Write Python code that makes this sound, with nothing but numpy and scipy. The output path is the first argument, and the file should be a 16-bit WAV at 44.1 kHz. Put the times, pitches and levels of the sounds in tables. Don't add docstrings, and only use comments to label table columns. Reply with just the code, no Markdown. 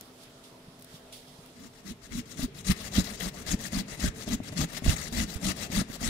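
import sys
import numpy as np
from scipy import signal
from scipy.io import wavfile

SR = 44100
rng = np.random.default_rng(int(sys.argv[2]) if len(sys.argv) > 2 else 0)


def materialize(psi):
    bounded = np.clip(np.atleast_2d(psi).T, -1, 1)
    quanta = np.round(bounded * 32767).astype(np.int16)
    wavfile.write(sys.argv[1], SR, quanta)


N = 268562
T = np.arange(N) / SR

# bite time, swell length and hold length in seconds,
# crest level in dB, depth of the swell in dB.
STROKES = [(1.557, 0.083, 0.034, -55.0, 9.5), (1.736, 0.061, 0.004, -57.0, 4.5),
           (1.855, 0.043, 0.019, -47.5, 3.5), (2.018, 0.029, 0.022, -51.5, 8.0),
           (2.117, 0.072, 0.01, -41.5, 5.0), (2.257, 0.057, 0.026, -47.0, 11.5),
           (2.373, 0.057, 0.016, -37, 9), (2.546, 0.041, 0.023, -47.5, 5.0),
           (2.647, 0.061, 0.006, -29.0, 16.5), (2.764, 0.092, 0.022, -39.5, 12.0),
           (2.921, 0.054, 0.035, -29.0, 15.5), (3.042, 0.085, 0.024, -43.0, 0.5),
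           (3.2, 0.028, 0.054, -36.0, 3.0), (3.342, 0.06, 0.023, -47.0, 0.5),
           (3.465, 0.044, 0.029, -33.0, 8.5), (3.592, 0.061, 0.023, -41.0, 5.5),
           (3.72, 0.06, 0.024, -34.0, 10.0), (3.881, 0.062, 0.004, -42.0, 7.0),
           (3.998, 0.051, 0.03, -33.5, 7.0), (4.146, 0.065, 0.025, -43.0, 10.5),
           (4.279, 0.059, 0.004, -36.0, 3.5), (4.433, 0.046, 0.011, -45.0, 7.5),
           (4.519, 0.008, 0.004, -47.5, 8.0), (4.566, 0.054, 0.017, -33.0, 6.5),
           (4.69, 0.084, 0.004, -38.5, 12.0), (4.845, 0.054, 0.036, -31.0, 8.0),
           (4.963, 0.058, 0.06, -41.0, 0.5), (5.126, 0.065, 0.043, -33.5, 7),
           (5.282, 0.03, 0.056, -43.5, 0.5), (5.426, 0.077, 0.011, -31.5, 5.5),
           (5.565, 0.06, 0.04, -38.0, 7.0), (5.717, 0.055, 0.038, -32.0, 6.0),
           (5.885, 0.07, 0.004, -42.5, 7.5), (6.013, 0.05, 0.06, -34.5, 3.5)]
# time in seconds, judder and thump levels in dB,
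# tooth rows passed per second, seconds to build 10 dB, seconds for the judder to die 10 dB.
JOLTS = [ (1.665, -48.5, -62, 243, .1, .03), (1.914, -39.5, -53, 210, .07, .03),
         (2.185, -32.5, -41, 226, .055, .026), (2.446, -27, -35, 252, .029, .015),
         (2.7, -20.5, -28, 175, .008, .028), (2.983, -17.5, -27, 207, .004, .017),
         (3.271, -38, -48, 185, .023, .017), (3.544, -24.5, -26, 184, .014, .01),
         (3.765, -32, -42, 187, .035, .1), (4.045, -31.5, -27, 175, .01, .035),
         (4.348, -29, -35, 253, .058, .015), (4.588, -30, -42, 171, .023, .15),
         (4.89, -36, -34, 150, .1, .06), (5.2, -34, -36, 225, .1, .3), (5.488, -31.5, -37, 191, .05, .021),
         (5.791, -25, -31, 210, .024, .029), (6.072, -35, -34, 237, .035, .3), ]


def from_db(db):
    return 10 ** (np.asarray(db) / 20)


def rms_one(x):
    return x / np.sqrt(np.mean(x ** 2) + 1e-20)


def at_hz(points, hz):
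    return np.interp(np.log(hz), np.log(np.array(points)[:, 0]), np.array(points)[:, 1])


def panned(x, left_db):
    return x * from_db(np.array([left_db / 2, -left_db / 2]).reshape(2, -1))


def filtered(x, order, hz, kind):
    return signal.sosfilt(signal.butter(order, hz, kind, fs=SR, output="sos"), x)


def resonate(x, hz, width_hz):
    r = np.exp(-np.pi * width_hz / SR)
    poles = [1, -2 * r * np.cos(2 * np.pi * hz / SR), r * r]
    return signal.lfilter([(1 - r * r) / 2, 0, (r * r - 1) / 2], poles, x)


def drift(rate_hz):
    r = np.exp(-80 * np.pi * rate_hz / SR)
    slow = signal.lfilter([1], [1, -2 * r, r * r], rng.standard_normal(N // 40 + 2002))[2000:]
    return np.interp(np.arange(N) / 40, np.arange(len(slow)), rms_one(slow))


def swell(s, peak_db, build_s, die_s, t):
    return peak_db - 10 * np.where(t < s, (s - t) / build_s, (t - s) / die_s)


def grains(per_s, spread_db):
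    sizes = from_db(spread_db * np.minimum(rng.exponential(1, (2, 2, N)), 5))
    clicks = sizes * rng.standard_normal((2, 2, N))
    return rms_one(clicks * (rng.random((2, 2, N)) < per_s / SR))


def banded(source, colour, flicker_db, flicker_hz, balance=((20, 0), (20000, 0))):
    # frequency in Hz, correlation from 0 to 1.
    likeness = [(130, 0.99), (290, 0.89), (640, 0.55), (1400, 0), (3000, 0.0)]
    out, edges = 0, 22 * 2 ** np.arange(0, 9.6, .5)
    for k, (low, high) in enumerate(zip(edges, edges[1:])):
        hz = np.sqrt(low * high)
        if hz < colour[0][0]:
            continue
        mid, side = filtered(source[k % 2], 2, [low, high], "band")
        alike = at_hz(likeness, hz)
        stereo = np.sqrt(1 + alike) * mid + np.sqrt(1 - alike) * side * [[1], [-1]]
        gain = from_db(at_hz(colour, hz) + flicker_db * drift(flicker_hz))
        ports = np.array([[1], [from_db(-at_hz(balance, hz))]])
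        out = out + gain * ports / ports.mean() * stereo
    return out / np.sqrt(np.mean(out.mean(axis=0) ** 2))


def pings(rows, cycles):
    out, age = np.zeros(N + SR // 8), np.arange(SR // 8) / SR
    for s, db, hz in rows:
        ring = np.sin(2 * np.pi * hz * age) * np.exp(-age * hz / cycles)
        out[int(s * SR):][:len(age)] += from_db(db) * ring
    return out[:N]


def room(colour, air_db, tones, waver_db):
    air = from_db(air_db) * banded(rng.standard_normal((2, 2, N)), colour, flicker_db=2, flicker_hz=6.8)
    hum = 0
    for hz, db in tones:
        amplitude = np.sqrt(2) * from_db(db + waver_db * drift(15))
        hum += amplitude * np.sin(2 * np.pi * hz * T + .86 * drift(1.4))
    return air + hum


def herb_room():
    # frequency in Hz, relative level in dB.
    colour = [(15, -37), (25, -7), (70, -11.5), (137, -3), (200, -6.5), (248, -9), (299, -8.5), (672, -9.5),
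              (791, -12), (2330, -20), (4210, -22), (12400, -32.5), (14600, -35), (15800, -59)]
    # pitch in Hz, level in dB.
    tones = [(129.2, -70), (253.0, -61), (403.7, -67), (452.2, -68.5), (592.2, -70.5), (667.5, -67.5)]
    return room(colour, air_db=-55, tones=tones, waver_db=1.5)


def leaves():
    # peak time in seconds, level in dB, seconds to build 10 dB, seconds to die 10 dB.
    pulls = [(0.02, -61.5, .05, .1), (0.234, -58, .047, .032), (0.44, -56.5, .006, .055),
             (0.96, -55, .08, .03), (1.127, -49, .004, .075), (1.274, -61, .008, .3)]
    # frequency in Hz, relative level in dB.
    colour = [(1120, -48), (1900, -8), (3350, -5.5), (4180, 1.5), (6400, -9), (7910, -7), (10500, -4),
              (14000, -15.5), (15800, -33)]
    handling_db, loud_db = -71, -56
    level_db = np.maximum(handling_db, np.max([swell(*pull, T) for pull in pulls], axis=0))
    left_db = -3 + .65 * np.minimum(level_db - loud_db, 0)
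    hiss = banded(grains(per_s=12000, spread_db=1.1), colour, flicker_db=1, flicker_hz=6.3)
    rub = panned(from_db(level_db) * hiss, left_db)
    return rub + from_db(1.5) * resonate(rub, 3350, 600)


def click_and_snaps():
    # start in seconds, relative level in dB, pan in dB.
    bursts = [(0.0104, -29, 6), (0.7864, -52, -2.5), (0.7916, -43, -0.5), (0.7964, -41, 1.0),
              (0.8034, -52, -1.0), (0.8104, -44, -4), (0.823, -33.5, -1.0), (0.8284, -45, -1.0),
              (0.845, -34, 4), (1.4611, -43, 11), (1.4734, -47, 2)]
    decay_s, envelope = .0017, 0
    for s, db, left_db in bursts:
        decay = (T > s) * np.exp(-np.clip(T - s, 0, None) / decay_s)
        envelope += panned(from_db(db - 4) * decay, left_db)
    return filtered(envelope * rng.standard_normal((2, N)), 2, 3500, "high")


def bumps():
    # start in seconds, level in dB, pitch in Hz.
    nudges = [(0.682, -39.5, 167), (0.941, -39, 159), (1.389, -42, 162)]
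    return pings(nudges, cycles=2.1)


def carrot_room():
    # frequency in Hz, relative level in dB.
    colour = [(15, -36), (25, -4.5), (184, 9), (352, -6), (437, -8), (812, -14.5), (1930, -16),
              (2590, -13.5), (6660, -39), (14200, -43.5), (15800, -39)]
    # pitch in Hz, level in dB.
    tones = [(393.0, -61.5), (441.4, -61.5)]
    return room(colour, air_db=-45.5, tones=tones, waver_db=4.8)


def stroke_pressure():
    approach_s, approach_db, catch_s, catch_db = .11, 60, .003, 7
    linger_s, linger_db, lift_s, lift_db = .006, 2.5, .03, 38
    sag_per_s = 12.5
    power = np.zeros(N)
    for s, swell_s, hold_s, crest_db, swell_db in STROKES:
        steps_s = [-approach_s, approach_s - catch_s, catch_s, swell_s, hold_s, linger_s, lift_s]
        times = s + np.cumsum(steps_s)
        sag_db = sag_per_s * swell_db * hold_s
        below_crest_db = np.array([swell_db + approach_db, swell_db + catch_db, swell_db, 0,
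                                   sag_db, sag_db + linger_db, sag_db + lift_db])
        span = slice(int(times[0] * SR), int(times[-1] * SR))
        power[span] += from_db(2 * np.interp(T[span], times, crest_db - below_crest_db))
    return np.sqrt(power)


def jolted_strokes():
    settle_s = .014
    s, swell_s, hold_s = np.array(STROKES).T[:3]
    which = np.searchsorted(s, [jolt[0] for jolt in JOLTS]) - 1
    return np.c_[s, s + swell_s + hold_s + settle_s][which]


def tooth_rows():
    row_hz = np.interp(T, jolted_strokes().ravel(), np.repeat([jolt[3] for jolt in JOLTS], 2))
    return 2 * np.pi * np.cumsum(row_hz * (1 + .086 * drift(27))) / SR


def rasp(pressure, row_phase):
    # frequency in Hz, relative level in dB.
    colour = [(530, -27), (900, -19), (1290, -10.5), (1540, -12), (1940, -4.5), (2350, -8), (2850, -8),
              (3980, -6.5), (8780, -4), (11400, -24), (14900, -5), (15800, -23)]
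    # frequency in Hz, left minus right in dB.
    shade = [(60, 0.0), (110, 0.5), (200, 1.0), (380, 40), (700, 4.5), (1290, 12.5), (2380, 3), (4400, 12),
             (8120, 17), (15000, 20)]
    # frequency in Hz, width in Hz, gain in dB.
    plate_modes = [(1270, 47, -1.5), (1860, 70, 6.5), (2005, 60, 11.5), (3920, 130, 3)]
    # frequency in Hz, width in Hz, gain in dB.
    shaded_peak = [(3470, 170, 12.5)]
    fibres = grains(per_s=9000, spread_db=2.3)
    left, right = banded(fibres, colour, flicker_db=2, flicker_hz=26.8, balance=shade)
    plate = sum(from_db(db + 4.6 * drift(60)) * resonate(left, hz, width)
                for hz, width, db in plate_modes)
    teeth_hz = np.geomspace(1100, 9500, 36) * from_db(.2 * rng.standard_normal(36))
    teeth = sum(from_db(-6 + 6 * drift(30)) * resonate(left, hz, 170) for hz in teeth_hz)
    shaded_ring = sum(from_db(db) * resonate(right, hz, width) for hz, width, db in shaded_peak)
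    throb = from_db(.4 * np.sin(row_phase) + 1.4 * drift(45))
    return from_db(-5.5) * pressure * throb * np.array([left + plate + teeth, right + shaded_ring])


def wall_echoes(x, t60_s, level_db):
    age = np.arange(SR // 3) / SR
    tail = signal.lfilter([1], [1, -.55], rng.standard_normal((2, len(age))))
    tail *= from_db(-60 * age / t60_s)
    tail *= from_db(level_db) / np.sqrt(np.sum(tail ** 2, axis=1, keepdims=True))
    return signal.oaconvolve(x, tail, axes=1)[:, :N]


def jolt_gains():
    edge_db, rise_s, fall_s, thump_slower = 12, .012, .015, 1.3
    power = np.zeros((2, N))
    for (s, judder_db, thump_db, _, build_s, die_s), (start, end) in zip(JOLTS, jolted_strokes()):
        span = slice(int((start - .1) * SR), int((end + .15) * SR))
        t = T[span]
        gate_db = edge_db * (np.maximum(start - t, 0) / rise_s + np.maximum(t - end, 0) / fall_s)
        power[0, span] += from_db(2 * (swell(s, judder_db, build_s, die_s, t) - gate_db))
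        power[1, span] += from_db(2 * (swell(s, thump_db, build_s, thump_slower * die_s, t) - gate_db))
    return np.sqrt(power)


def shake(pressure, row_phase):
    rock = np.sin(row_phase) * from_db(1.6 * drift(29))
    rattle = resonate(resonate(rng.standard_normal((2, N)), 212, 218), 160, 182)
    judder = rms_one(rock) + .72 * rms_one(rattle[0]) + .49 * rms_one(rattle[1]) * [[1], [-1]]
    judder = rms_one(filtered(judder, 4, [95, 330], "band"))
    push = filtered(rng.standard_normal((2, N)), 3, [24, 85], "band")
    thump = panned(rms_one(push[0] + .45 * push[1] * [[1], [-1]]), left_db=-2.5)
    judder_gain, thump_gain = jolt_gains() + from_db([[-5], [-8]]) * pressure
    return judder_gain * judder + thump_gain * thump


def colander_drone(pressure):
    mid, side = resonate(resonate(rng.standard_normal((2, N)), 577, 285), 590, 470)
    drone = rms_one(mid + .55 * side * [[1], [-1]]) * from_db(1.7 * drift(28))
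    return panned(from_db(-24) * pressure ** .65 * drone, left_db=6.2)


def knocks():
    # start in seconds, relative level in dB, pan in dB.
    contacts = [(2.394, -27, 4), (2.429, -31, 4), (3.731, -27.5, 6), (3.994, -32, 3.0), (4.042, -19.5, 7),
                (4.277, -24, 6), (4.402, -24.5, 7), (4.525, -36.5, 5), (4.822, -29, 8), (4.862, -17.5, 3),
                (5.122, -29, 3), (5.701, -30, 4), (5.815, -21, 1.5), (5.9, -35, -15)]
    # frequency in Hz, gain in dB, cycles to fall to 1/e.
    modes = [(245, 1.5, 1.28), (622, -10.5, 3.0), (1120, -26, 3.6)]
    # start in seconds, relative level in dB, pitch in Hz.
    puffs = [(4.88, -3.5, 61.5), (4.895, -6, 105.2), (5.358, -17, 84.6)]
    rings = sum(panned(pings([(s, db + mode_db, hz)], cycles), left_db)
                for s, db, left_db in contacts for hz, mode_db, cycles in modes)
    rings += from_db([[-14], [-1]]) * pings(puffs, cycles=.54)
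    return filtered(rings, 2, 1400, "low")


def tooth_ticks():
    # start in seconds, level in dB, pitch in Hz, cycles to fall to 1/e.
    ticks = [(3.733, -33, 3800, 2), (4.932, -31, 7300, 50), (4.9645, -28, 7400, 30),
             (4.974, -30, 2000, 1.5), (4.9835, -27, 4800, 2)]
    return panned(sum(pings([(s, db, hz)], cycles) for s, db, hz, cycles in ticks), left_db=5.88)


def scene():
    fade_start_s, fade_end_s = 1.45, 3
    fade = np.clip((T - fade_start_s) / (fade_end_s - fade_start_s), 0, 1)
    pressure, row_phase = stroke_pressure(), tooth_rows()
    shaking = shake(pressure, row_phase)
    rasping = rasp(pressure, row_phase)
    herbs = (1 - fade) * herb_room() + (1 - fade) ** 2 * (leaves() + click_and_snaps()) + bumps()
    carrot = fade * carrot_room() + shaking + rasping + wall_echoes(rasping, t60_s=.25, level_db=-16)
    carrot += fade ** 2 * colander_drone(pressure) + knocks() + tooth_ticks()
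    port_lag_s = .0002
    carrot[1] = np.pad(carrot[1], (round(port_lag_s * SR), 0))[:N]
    return herbs + carrot


def record(dry):
    cutoff_hz = 15650
    return signal.sosfilt(signal.ellip(12, .5, 70, cutoff_hz, fs=SR, output="sos"), dry)


dry = scene()
out = record(dry)
materialize(out)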